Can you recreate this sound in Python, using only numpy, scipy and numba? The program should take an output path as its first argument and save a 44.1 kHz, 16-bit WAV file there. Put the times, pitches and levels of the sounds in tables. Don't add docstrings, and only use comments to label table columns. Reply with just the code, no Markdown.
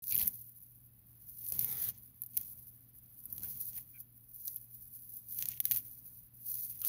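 import sys
import numpy as np
from scipy import signal
from scipy.fft import rfft, irfft
from scipy.io import wavfile
from scipy.ndimage import uniform_filter1d
from numba import njit

SR = 44100
rng = np.random.default_rng(int(sys.argv[2]) if len(sys.argv) > 2 else 0)


def transcribe(u):
    v = np.clip(np.atleast_2d(u).T, -1, 1)
    q = np.round(v * 32767).astype(np.int16)
    wavfile.write(sys.argv[1], SR, q)


N = 303496

# freq_hz, gain_db (relative)
LEAF_COLOUR = [(2000, -64), (6000, -39.5), (8300, -35.5), (9400, -5.5), (10500, 0), (11400, 6), (14200, 7),
               (15600, 9), (15900, -51.5)]
# freq_hz, gain_db (relative)
STALK_COLOUR = [(2000, -40.5), (3300, -18), (4300, -3.5), (5200, -6), (6100, 0.5), (7200, -6), (9000, -20)]
# freq_hz, gain_db (relative)
FIBRE_COLOUR = [(400, -15.5), (1200, -14.5), (2100, -3.5), (2800, -4), (3400, -3), (6000, -36.5)]


def undb(db):
    return 10 ** (np.asarray(db) / 20)


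def level(x, db):
    return x * undb(db) / np.sqrt(np.mean(x ** 2))


def peak(x, db):
    return x * undb(db) / np.abs(x).max()


def colour(x, points):
    hz, db = np.transpose(points)
    size = 4096
    log_grid = np.log(np.arange(size // 2 + 1) * SR / size + 1)
    gain_db = np.interp(log_grid, np.log(hz), db)
    cepstrum = irfft(np.log(undb(gain_db)), size)
    cepstrum[1:size // 2] *= 2
    cepstrum[size // 2 + 1:] = 0
    impulse = irfft(np.exp(rfft(cepstrum)), size)[:size // 2]
    return signal.fftconvolve(x, impulse)[:len(x)]


def walk(rate_hz):
    hold = int(SR / rate_hz)
    steps = np.repeat(rng.standard_normal(N // hold + 1), hold)
    slewed = uniform_filter1d(uniform_filter1d(steps, hold), hold)
    return 1.31 * slewed[:N]


def garden():
    # freq_hz, gain_db (relative)
    garden_colour = [(14, -44.5), (40, -3), (70, -2.5), (200, -8), (300, -11.5), (360, -23), (1000, -29.5),
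                     (5000, -36), (8000, -54.5), (9200, -68), (10500, -69.5)]
    air_db, hum_hz, hum_db = -69.5, 119, -67
    air = level(colour(rng.standard_normal(N), garden_colour), air_db) * undb(1.0 * walk(2.85))
    cycles = hum_hz * np.cumsum(1 + .012 * walk(10)) / SR
    hum = np.sin(2 * np.pi * cycles) * undb(2.2 * walk(9))
    return air + level(hum, hum_db)


def tugs():
    # start_s, hold_s, fibre_rip_db, soil_rumble_db
    tug_table = [(0.161, 0.097, -66.5, -51.5), (1.42, 0.057, -80.5, -71), (1.545, .13, -69.5, -54),
                 (1.751, 0.14, -69.5, -59), (2.378, 0.021, -70, -59), (2.46, .12, -89, -67.5),
                 (3.3, 0.087, -91, -61.5), (3.415, 0.062, -73.5, -55.5), (3.52, 0.069, -78.5, -64),
                 (3.728, 0.071, -76.5, -66), (5.412, 0.093, -65.5, -63), (5.636, .03, -70.5, -64.5),
                 (5.729, 0.021, -64, -55), (6.554, 0.23, -79.5, -71), (6.86, .04, -82, -61)]
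    tighten_db_per_s, loosen_db_per_s = 271, 176
    t = np.arange(N) / SR
    start, hold, fibre_db, soil_db = np.transpose(tug_table)[:, :, None]
    before_db = tighten_db_per_s * np.maximum(start - t, 0)
    after_db = loosen_db_per_s * np.maximum(t - start - hold, 0)
    slack_db = before_db + after_db
    return (fibre_db - slack_db).max(axis=0), (soil_db - slack_db).max(axis=0)


def soil(soil_db):
    # freq_hz, gain_db (relative)
    soil_colour = [(15, -41), (70, 1.5), (110, 3.5), (190, -2.5), (300, -13), (600, -23.5), (1300, -27.5),
                   (2500, -52)]
    return level(colour(rng.standard_normal(N), soil_colour), 0) * undb(soil_db)


def brushing():
    # time_s, leaf_rustle_db
    brush_table = [(0.0, -51.5), (0.07, -42), (0.229, -39.5), (0.501, -59.5), (0.65, -57), (0.92, -65.5),
                   (1.36, -50), (1.639, -41.5), (1.88, -39.5), (1.95, -62.5), (2.029, -55), (2.2, -62.5),
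                   (2.329, -54.5), (2.385, -44), (2.469, -49.5), (2.85, -60), (3.16, -60), (3.309, -50),
                   (3.4, -52), (3.47, -45), (3.772, -46.5), (3.888, -59), (4.0, -51.5), (4.081, -65.5),
                   (4.33, -56.5), (4.491, -44.5), (4.6, -55), (5.04, -52.5), (5.219, -54), (5.401, -43),
                   (5.61, -53.5), (5.75, -40.5), (5.88, -51), (6.168, -52), (6.299, -64), (6.53, -43),
                   (6.66, -43), (6.79, -51), (6.88, -34.5)]
    return np.interp(np.arange(N) / SR, *np.transpose(brush_table))


def stalk_scrape(leaf_db, fibre_db):
    brushed_db = -74 + 1.384 * (leaf_db + 50)
    dragged_db = fibre_db + 5
    return np.maximum(brushed_db, dragged_db)


def grains(rate_per_s, spread_db, tail_s, bed, top_db=14):
    chance, noise = rng.random((2, N)), rng.standard_normal(N)
    excess_db = np.minimum(-spread_db * np.log(1 - chance[1]), top_db)
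    hits = (chance[0] < rate_per_s / SR) * undb(excess_db) ** 2
    power = signal.lfilter([1], [1, -np.exp(-1 / (tail_s * SR))], hits)
    return noise * np.sqrt(power / power.mean() + bed)


def rustle(leaf_db, stalk_db, fibre_db):
    shared = grains(260, 3.0, 0.0013, 1.0)
    patchy = undb(2.9 * walk(45))
    stalk_grains = shared + 0.63 * grains(190, 6.3, 0.0008, 0.5)
    fibre_grains = 0.33 * shared + grains(200, 1.1, 0.00081, 0.78)
    leaf = level(colour(shared, LEAF_COLOUR), 0) * undb(leaf_db)
    stalk = level(colour(stalk_grains, STALK_COLOUR), 0) * undb(stalk_db)
    fibre = level(colour(fibre_grains, FIBRE_COLOUR), 0) * undb(fibre_db)
    return patchy * (leaf + stalk + fibre)


@njit
def resonate(x, hz, sharpness):
    y, band, low = np.empty(len(x)), 0., 0.
    for i in range(len(x)):
        g = np.tan(np.pi * hz[i] / SR)
        v = (band + g * (x[i] - low)) / (1 + g * (g + 1 / sharpness))
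        band, low, y[i] = 2 * v - band, low + 2 * g * v, v / sharpness
    return y


def slips(swell=0.35, stop_s=0.0068):
    # [start_hz, end_hz, ring_db (relative)]
    slip_table = [(0.1, 0.16, 350.2, 252, 0.41, 7, -69, [(2570, 2400, -5.5), (4800, 4150, -4.5)]),
                  (0.185, 0.239, 508, 306.6, 0.38, 2.5, -61, [(4550, 3700, -10), (2200, 2630, -16),
                  (940, 680, -24)]), (1.52, 1.527, 700, 600, .3, 1.5, -78.5, [(610, 380, -13)]),
                  (1.58, 1.907, 450, 160, .09, 3.5, -66.5, [(493, 420, -9), (970, 630, -6.5),
                  (1620, 1300, -7), (2320, 1600, -2), (3800, 3400, -0.5), (6100, 3660, -4)]),
                  (3.426, 3.45, 405, 406, 0.27, 5, -79.5, [(1390, 1600, -15)]),
                  (3.761, 3.792, 503, 494, 0.27, 3.9, -76, [(1940, 2000, -18.5), (810, 760, -20.5)]),
                  (3.93, 3.984, 790, 780, .05, 8, -90.5, [(2440, 2230, 3), (1520, 1440, -7.5)]),
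                  (6.808, 6.882, 404.3, 404, 0.42, 2.9, -70.5, [(1350, 1300, -13.5), (2820, 2570, -13.5),
                  (700, 870, -21)])]
    broad_db, bright_db = -21.5, 3
    out, n = np.zeros(N + SR), SR // 2
    for start, end, rate0, rate1, uneven, sharpness, gain_db, rings in slip_table:
        length_s = end - start
        noise, drift = rng.standard_normal((2, n))
        along = np.minimum(np.arange(n) / SR / length_s, 1)
        wander = 1 + uneven * uniform_filter1d(drift, size=64) * np.sqrt(64)
        rate = (rate0 + (rate1 - rate0) * along ** 4.0) * wander
        slip_count = np.floor(np.cumsum(np.maximum(rate, 0)) / SR)
        pulses = np.diff(slip_count, prepend=0) * undb(3.7 * noise) + 0.1 * noise
        pulses *= np.clip(along / swell, 0, 1)
        pulses *= np.clip((1 - along) * length_s / stop_s, 0, 1)
        ring = 0
        for hz0, hz1, ring_db in rings:
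            hz = hz0 + (hz1 - hz0) * along
            rung = resonate(resonate(pulses, hz, 1. * sharpness), hz, sharpness / 2)
            ring = ring + level(rung, ring_db)
        broad = level(colour(pulses, FIBRE_COLOUR), broad_db)
        bright = level(colour(pulses, LEAF_COLOUR), bright_db)
        body = (ring + broad + bright) * np.sqrt(n / SR / length_s)
        at = int(start * SR)
        out[at:at + n] += undb(gain_db) * body
    return out[:N]


def twigs(leaf_db, count=36):
    top_db, scatter_db = 12, 3
    thick_rel_db, thin_rel_db = -30, -15
    busy = np.cumsum(undb(2 * leaf_db))
    when, size, thick, thin = rng.random((count, 4)).T
    at = np.searchsorted(busy, when * busy[-1])
    crack_db = leaf_db[at] + top_db - scatter_db * size
    thick_db = crack_db + thick_rel_db - scatter_db * thick
    thin_db = crack_db + thin_rel_db - scatter_db * thin
    return list(zip(at / SR, crack_db, thick_db, thin_db))


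def snaps(leaf_db, crack_s=.0004, fray_s=0.0048, knock_s=0.0028):
    # time_s, crack_peak_db, thick_knock_peak_db, thin_knock_peak_db
    snap_table = [(0.0398, -30.5, -55.5, -46), (0.071, -29, -59, -44), (0.095, -29, -70, -50),
                  (0.109, -36, -62.5, -34), (0.1235, -15, -39, -36), (0.146, -16, -52, -43),
                  (0.1538, -11, -50, -51), (0.1641, -23, -39, -34.5), (0.1783, -13, -45, -42),
                  (0.1882, -22, -40, -36), (0.1955, -17.5, -45, -37), (0.2143, -16, -33.5, -38),
                  (0.2723, -16, -55, -51), (0.278, -11, -48.5, -35), (1.412, -37, -62, -56),
                  (1.4652, -28, -57.5, -44), (1.4869, -22.5, -67, -47), (1.522, -20.5, -49, -35.5),
                  (1.5928, -14, -50, -28.5), (1.6098, -22, -47, -39), (1.646, -14, -43, -38),
                  (1.715, -26, -60, -45), (2.219, -23.5, -85, -53.5), (2.2365, -26, -79, -50.5),
                  (2.2623, -30.5, -75, -56), (2.369, -16.5, -51, -45), (2.3737, -12, -39, -28.5),
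                  (2.431, -50, -69, -47), (3.256, -27, -80, -66), (3.327, -22.5, -62, -68),
                  (3.3804, -27, -52.5, -43), (3.396, -33, -64, -51), (3.406, -38, -61, -50),
                  (3.4223, -35, -70, -49), (3.4339, -28, -60, -41), (3.7318, -44, -57, -48),
                  (3.778, -32, -58, -44.5), (4.4547, -29, -74, -51), (4.4797, -22, -52.5, -30),
                  (4.56, -24.5, -70, -55), (4.5712, -47, -60, -53), (5.2867, -33.5, -77, -61),
                  (5.3248, -28.5, -54.5, -54), (5.388, -20.5, -47, -36.5), (5.4245, -19.5, -34.5, -28),
                  (5.4564, -21, -44, -32.5), (5.4868, -17, -51, -36.5), (5.5172, -28, -47, -38),
                  (5.5354, -43, -46.5, -57), (5.5742, -43, -47.5, -48), (5.6025, -14, -35, -33),
                  (5.6416, -33, -65, -56), (5.654, -12.5, -38, -28.5), (5.712, -10.5, -34, -27.5),
                  (5.7196, -13.5, -34, -31), (5.729, -29, -63, -46), (5.7357, -22, -63, -45),
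                  (5.762, -18, -43, -34), (5.771, -17.5, -62, -39), (5.775, -23, -46, -44),
                  (6.4994, -24, -66, -55), (6.5419, -24, -72, -41.5), (6.554, -22, -73, -44),
                  (6.804, -33, -73, -55), (6.817, -23, -50, -39), (6.849, -16, -41, -36)]
    # freq_hz, gain_db (relative)
    crack_colour = [(6500, -50), (8600, -23.5), (9600, -12), (11400, 0), (14000, 2), (16400, -24.5)]
    # freq_hz, gain_db (relative)
    thick_colour = [(400, -29), (1400, -21.5), (2000, -4.5), (2800, -2), (3400, -1.5), (6000, -35.5)]
    t = np.arange(1400) / SR
    out = np.zeros(N + len(t))
    for s, crack_db, thick_db, thin_db in list(snap_table) + twigs(leaf_db):
        noise, tearing, ragged = rng.standard_normal((3, len(t)))
        fray_db = -36 + 0.8532 * (crack_db + 25)
        click = (t < 1 / SR) * 5.53
        crack = colour(click + noise * np.exp(-t / crack_s), crack_colour)
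        tearing = tearing * undb(3.0 * uniform_filter1d(ragged, size=24) * np.sqrt(24))
        fray = level(colour(tearing, LEAF_COLOUR), fray_db) * np.exp(-t / fray_s)
        knock = click + .5 * tearing * np.exp(-t / knock_s)
        thick = peak(colour(knock, thick_colour), thick_db)
        thin = peak(colour(knock, STALK_COLOUR), thin_db)
        at = int(s * SR)
        out[at:at + len(t)] += peak(crack, crack_db) + fray + thick + thin
    return out[:N]


def scene():
    leaf_db = brushing()
    fibre_db, soil_db = tugs()
    stalk_db = stalk_scrape(leaf_db, fibre_db)
    background = garden() + soil(soil_db)
    weeds = rustle(leaf_db, stalk_db, fibre_db) + slips() + snaps(leaf_db)
    return (background + weeds)[None]


def record(dry):
    silence_s, fade_s, top_hz = .021, 0.0016, 16700
    opening = np.clip((np.arange(N) / SR - silence_s) / fade_s, 0, 1)
    low_pass = signal.ellip(8, .2, 70, top_hz, fs=SR, output="sos")
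    return signal.sosfilt(low_pass, dry * opening)


dry = scene()
out = record(dry)
transcribe(out)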